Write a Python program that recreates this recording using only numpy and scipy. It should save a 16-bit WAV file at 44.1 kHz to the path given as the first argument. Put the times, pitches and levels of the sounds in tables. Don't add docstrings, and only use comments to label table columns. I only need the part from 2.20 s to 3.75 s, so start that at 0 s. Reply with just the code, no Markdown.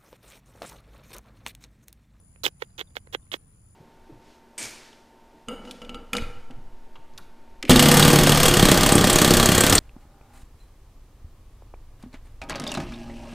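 import sys
import numpy as np
from scipy import signal
from scipy.io import wavfile
from scipy.ndimage import uniform_filter1d

SR = 44100
rng = np.random.default_rng(int(sys.argv[2]) if len(sys.argv) > 2 else 0)


def dump(signal):
    limited = np.clip(np.atleast_2d(signal).T, -1, 1)
    pcm = np.round(limited * 32767).astype(np.int16)
    wavfile.write(sys.argv[1], SR, pcm)


def gain_from_decibels(decibels):
    exponent = np.asarray(decibels, float) / 20
    return 10 ** exponent


N = 68355
SNAP_S = .00007
PULL_AT_S = 8 * SNAP_S


def read(points, hz):
    f, value = np.transpose(points)
    return np.interp(np.log(hz + 1), np.log(f + 1), value)


def evened(x):
    return x / np.sqrt(np.mean(x ** 2) + 1e-20)


def sides(left_db, right_db):
    return gain_from_decibels(np.array([[left_db], [right_db]]))


def add(mix, s, sound):
    part = mix[round(s * SR):][:len(sound)]
    part += sound[:len(part)]


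def colour(x, points):
    size = 2048
    log_gain = np.log(gain_from_decibels(read(points, abs(np.fft.fftfreq(size, 1 / SR)))))
    phase = -signal.hilbert(log_gain).imag
    taps = np.fft.ifft(np.exp(log_gain + 1j * phase)).real[:size // 2]
    return signal.oaconvolve(x, taps)[:len(x)]


def resonate(x, hz, width):
    turn = np.exp(2j * np.pi * np.cumsum(hz * np.ones(len(x))) / SR)
    r = np.exp(-np.pi * width / SR)
    return 2 * (turn * signal.lfilter([1 - r], [1, -r], x / turn)).real


def drift(top_hz):
    t = np.arange(N) / SR
    speeds = np.geomspace(.5, top_hz, 16)
    return evened(sum(np.sin(2 * np.pi * (f * t + rng.random())) / np.sqrt(f) for f in speeds))


def hiss(points, same, patch_db):
    frames, hz = N // 256 + 5, np.fft.rfftfreq(1024, 1 / SR)
    a, b, c, d, patches = rng.standard_normal((frames, 513, 5)).T
    patches = uniform_filter1d(patches, size=6, axis=0)
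    patches = evened(uniform_filter1d(patches, size=8, axis=1))
    left, other = a + 1j * b, c + 1j * d
    z = np.array([left, same * left + np.sqrt(1 - same ** 2) * other])
    z = z * gain_from_decibels(read(points, hz)[:, None] + patch_db * patches)
    return evened(signal.istft(z, nperseg=1024, noverlap=768)[1][:, :N])


def insect(hz, width, throbs, depth, left_db, right_db):
    strokes_per_s, waver, glide, swell_db = 14000, .03, .004, 1.3
    turns = np.cumsum(throbs * (1 + waver * drift(3.1))) / SR
    throb = 1 - depth * (.5 + .5 * np.cos(2 * np.pi * turns))
    strikes = rng.standard_normal((2, N)) * (rng.random((2, N)) < strokes_per_s / SR)
    level = throb * gain_from_decibels(swell_db * drift(12))
    note = hz * (1 + glide * np.sin(2 * np.pi * turns))
    wings = []
    for strike in strikes:
        ringing = resonate(strike * level, note, width)
        wings.append(evened(resonate(ringing, note, 1.5 * width)))
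    return np.array(wings) * sides(left_db, right_db)


def chorus():
    # pitch in Hz, width in Hz, throbs per second, throb depth 0-1, left dB, right dB
    bands = [(9800, 720, 98, .4, -67, -108), (7080, 450, 77, .25, -90, -70.5),
             (6600, 250, 70, .3, -108, -82), (4800, 450, 72, .3, -93, -87)]
    return sum(insect(*row) for row in bands)


def caller(effort, hz, fall_hz, pace, left_db, right_db):
    sharp, rough, spread_db, pace_waver = 1.3, .0045, 1.8, .005
    first_pulse = .27
    turns = first_pulse + np.cumsum(pace * (1 + pace_waver * drift(6))) / SR
    part = turns % 1
    each = rng.standard_normal((400, 2))[turns.astype(int)]
    wobble = evened(uniform_filter1d(rng.standard_normal(N), size=60))
    note = hz * (1 + rough * (each[:, 0] + 3 * wobble)) + fall_hz * (1 - 2 * part)
    effort_db = np.interp(np.arange(N) / SR, *np.transpose(effort))
    level = np.sin(np.pi * part) ** (2 * sharp) * gain_from_decibels(spread_db * each[:, 1] + effort_db)
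    tone = np.sin(2 * np.pi * np.cumsum(note) / SR)
    return evened(level * tone) * sides(left_db, right_db)


def callers():
    # pitch in Hz, fall in Hz, pulses per second, left dB, right dB
    steady = [(9900, 340, 87.6, -63.5, -110), (7080, 250, 78, -100, -78)]
    # time in seconds, level in dB
    steady_effort = [(0.0, -70.5), (0.072, -71), (0.708, -75), (0.846, -74), (1.018, -70), (1.126, -70.5),
                     (1.442, -73.5), (1.55, -70.5)]
    # pitch in Hz, fall in Hz, pulses per second, left dB, right dB
    low = (4830, 200, 70, -84, -88)
    # time in seconds, level in dB
    low_effort = [(0, -14), (.35, -12), (.48, -2), (.6, 0), (.74, -2), (.85, -12), (1.2, -14), (1.55, -9)]
    return sum(caller(steady_effort, *row) for row in steady) + caller(low_effort, *low)


def far_rumble():
    # frequency in Hz, level in dB
    spectrum = [(15, -36.5), (25, -4), (85, 3), (170, -4), (260, -16), (340, -24), (600, -39),
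                (1000, -74.5)]
    return gain_from_decibels(-54.5) * hiss(spectrum, same=0.97, patch_db=1.2) * sides(-.3, .3)


def air_noise():
    # frequency in Hz, level in dB
    spectrum = [(100, -9), (300, 2), (500, -3), (1000, -6.5), (2000, -12), (4000, -19), (8000, -26),
                (16000, -28.5)]
    return gain_from_decibels(-67.5) * hiss(spectrum, same=0.17, patch_db=2)


def modes(table, chance, scale, wave):
    detune, spread_db = .012, 1.5
    t, out = np.arange(1500) / SR, 0
    for (f, db, t60), (u, v) in zip(table, chance):
        fade = gain_from_decibels(db + spread_db * u - 60 * t / t60)
        out = out - fade * wave(2 * np.pi * f * scale * (1 + detune * v) * (t - PULL_AT_S))
    return out


def snap(snap_db, ring_db, ring_hz, thud_db):
    # share of the ring pitch, level in dB, time to fall 60 dB in seconds
    ring_modes = [(1, -3, .0115), (1.07, -10, .008), (.84, -12, .008), (1.26, -20, .007), (2.06, -20, .005)]
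    # frequency in Hz before a common scale of 0.908, level in dB, time to fall 60 dB in
    # seconds
    thud_modes = [(429.4, 5.5, 0.011), (515, -6, 0.026), (864, -15.5, 0.019), (1413, 20.5, 0.0017),
                  (2100, -15.5, 0.012), (2420, 4, 0.0089)]
    crack_db, crack_s, ring_rise_s = -38, .0012, .0004
    t = np.arange(1500) / SR
    chance = rng.standard_normal((2, len(thud_modes), 2))
    u = (t - PULL_AT_S) / SNAP_S
    pull = -(1 - .4 * u ** 2) * np.exp(-u ** 2 / 4)
    crack = gain_from_decibels(crack_db) * rng.standard_normal(len(t)) * t / crack_s * np.exp(1 - t / crack_s)
    ring = gain_from_decibels(ring_db) * modes(ring_modes, chance[0], ring_hz, np.cos)
    thud = gain_from_decibels(thud_db) * modes(thud_modes, chance[1], 0.908, np.sin)
    return gain_from_decibels(snap_db) * (pull + crack) + (ring + thud) * (1 - np.exp(-t / ring_rise_s))


def scrape():
    # start in seconds, swell in seconds, start dB, top dB, fade in seconds
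    strokes = [
        (0.2349, 0.025, -29, -24, 0.031),
        (.396, 0.025, -62, -43, 0.03),
        (0.754, 0.013, -46, -40, 0.022),
        (0.58, 0.022, -36, -35, 0.028),
        (0.9261, 0.02, -39, -30, 0.017),
        (1.1165, 0.021, -38, -35, 0.034),
    ]
    fizz_levels = [-5, -8, -8, -12, -12.5, -9]
    # frequency in Hz, level in dB
    fizz_spectrum = [(4000, 6), (6500, -1), (9000, -5), (12000, 2), (14600, -10), (16000, -3.5)]
    fade_db, stop_s, slips_per_s, slip_spread_db, fizz_patch_db = 16.5, 0.0041, 3000, 4.5, 3.5
    t, level = np.arange(N) / SR, np.zeros(N)
    for start, swell, start_db, top_db, fade in strokes:
        u = t - start
        rising = start_db + (top_db - start_db) * u / swell
        falling = top_db - fade_db * (u - swell) / fade
        stop = np.clip((swell + fade - u) / stop_s, 0, 1)
        level += (u > 0) * stop * gain_from_decibels(np.where(u < swell, rising, falling))
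    draw, size = rng.random(N), rng.exponential(1, N)
    slips = level * (draw < slips_per_s / SR) * gain_from_decibels(slip_spread_db * np.minimum(size, 4) - 8)

    tops = [row[0] + row[1] for row in strokes]
    tops, fizz_db = np.transpose(sorted(zip(tops, fizz_levels)))
    patchy = evened(uniform_filter1d(rng.standard_normal(N), size=130))
    fizz = level * colour(rng.standard_normal(N), fizz_spectrum)
    out = gain_from_decibels(np.interp(t, tops, fizz_db) + fizz_patch_db * patchy) * fizz

    kind = rng.integers(0, 12, N)
    for k in range(12):
        slip = snap(-5, -7, 3250 * (1 + .12 * rng.standard_normal()), -14)
        out = out + signal.oaconvolve(slips * (kind == k), slip)[:N]
    return out


def blip(db, hz, rise):
    t = np.arange(900) / SR
    return gain_from_decibels(db) * (t / rise) ** 2 * np.exp(2 - 2 * t / rise) * np.sin(2 * np.pi * hz * t)


def tick_part():
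    one_s = [.2344, .2401, .2426, .2443, .2495, .2539, .2643, .2666, .4198, .4221, .4242]
    one_more_s = [.5808, .5842, .5875, .5933, .6001, .6054, .6113, .6140]
    two_s = [.7557, .7678, .7691, .9393, .9417, .9466, .9491]
    two_more_s = [1.1165, 1.1175, 1.1198, 1.1251, 1.1314, 1.1388, 1.1415, 1.1448, .9283, .9335, .9555,
                  1.150]
    # snap dB, ring dB, ring pitch in Hz,
    # thud dB
    snaps = [(-35, -21.5, 4136, -46), (-34, -22, 3950, -43), (-28, -27, 3900, -48.5),
             (-33, -17, 3650, -40), (-30, -14, 3600, -39), (-16, -4.5, 3480, -33), (-4, -9, 3050, -22),
             (-24, -20, 3300, -24.5), (-36, -44, 3350, -31), (-15, -29, 3450, -24),
             (-19, -31, 3450, -25), (-40, -28, 3605, -53), (-34, -33, 3400, -45), (-40, -31, 3300, -48),
             (-19, -22, 3380, -38), (-28, -27, 3400, -38), (-23, -22, 3100, -36), (-26, -14, 3350, -34),
             (-21, -29, 3200, -31),
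             (-46, -50, 3300, -40), (-13, -23, 3300, -25), (-26, -34, 3400, -30), (-42, -32, 3400, -44),
                 (-30, -26, 3400, -40), (-24, -16, 3000, -31), (-14, -14, 3150, -21), (-32, -23, 2950, -42),
                 (-27, -21, 3500, -42), (-36, -23, 3600, -42), (-33, -32, 3200, -40), (-23, -28, 3200, -38),
                 (-18, -14, 3300, -33), (-15, -16, 3250, -21), (-34, -29, 3200, -32), (-48, -31, 3350, -50),
                 (-48, -35, 3200, -50), (-46, -33, 3250, -48), (-46, -33, 3300, -48)]
    # time in seconds, snap dB, ring dB, ring Hz, thud dB
    taps = [
        (0.16, -49.5, -45.5, 2450, -51),
        (0.504, -72, -59, 4150, -61),
        (0.706, -71, -59, 3400, -60.5),
        (0.871, -80, -88.5, 4110, -50),
        (.8730, -43, -80, 4240, -47.5),
        (1.068, -70, -73, 3370, -59.5),
        (1.287, -69, -78, 3300, -73),
    ]
    # time in seconds, level
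    # in dB, pitch in Hz, rise in seconds
    body_rings = [(.6715, -56, 3650, .0025), (.681, -62, 3500, .002), (1.0255, -63.5, 3610, .002),
                  (1.064, -64, 1500, .003), (.2636, -25, 7100, .0011), (.578, -47, 6400, .001),
                  (.5928, -41, 6500, .001), (.424, -50, 6300, .001), (.254, -34, 14800, .0008),
                  (.593, -47, 14900, .0012), (.605, -45, 15000, .0008), (.5935, -35, 2150, .001),
                  (.2645, -18, 2200, .0008), (.869, -60, 4200, .002)]
    x = np.zeros(N)
    for s, row in zip(one_s + one_more_s + two_s + two_more_s, snaps):
        add(x, s, snap(*row))
    for s, *levels in taps:
        add(x, s, snap(*levels))
    for s, *ring_row in body_rings:
        add(x, s, blip(*ring_row))
    return signal.sosfilt(signal.butter(4, 290, "high", fs=SR, output="sos"), x + scrape())


def ticks():
    # frequency in Hz, level in dB
    left_shade = [(300, -1), (700, -3), (1400, 1.5), (3400, 1.5), (5300, -4), (6800, -22), (9500, 4),
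                  (14000, -4)]
    near_db, near_t60_s, left_db, left_near_db, left_lag = -15.5, .035, -6, -1.5, 8
    x = tick_part()
    t = np.arange(3000) / SR
    near = rng.standard_normal((2, len(t))) * gain_from_decibels(-60 * t / near_t60_s) * (t > .0015)
    near = gain_from_decibels(near_db) * near / np.linalg.norm(near[0])
    wet = signal.fftconvolve(x[None], near, axes=1)[:, :N]
    left = np.roll(x, left_lag) + gain_from_decibels(left_near_db) * wet[0]
    return np.array([gain_from_decibels(left_db) * colour(left, left_shade), x + wet[1]])


def microphones(close, bugs):
    # frequency in Hz, level in dB
    left_port = [(3600, -3.5), (5000, -19.5), (6100, -16.5), (7500, -6), (9900, 6.5), (10800, 4),
                 (11300, -46), (14200, -46.5)]
    right_port = [(3600, -0.5), (6000, 6.5), (8200, 5), (9900, -6.5), (10400, -29.5), (11300, -13),
                  (12200, -3.5), (14300, 10)]
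    left_edge = [(14200, 0), (15200, -25)]
    left_top = [(10600, 0), (11000, -30)]
    left = colour(colour(close[0], left_port), left_edge) + colour(bugs[0], left_top)
    right = colour(close[1], right_port) + bugs[1]
    return np.array([left, right])


def scene():
    bugs = chorus() + callers()
    rumble = far_rumble()
    close = air_noise() + ticks()
    return microphones(close, bugs) + rumble


def top_cut(x):
    return signal.sosfilt(signal.butter(12, 16640, fs=SR, output="sos"), x)


def record(dry):
    ceiling, edge_hz = 0.938, 15600
    x = ceiling * np.tanh(dry / ceiling)
    low_pass = signal.firwin(511, edge_hz, window=("kaiser", 9), fs=SR)
    x = signal.oaconvolve(x, low_pass[None], "same")
    return top_cut(x)


dry = scene()
out = record(dry)
dump(out)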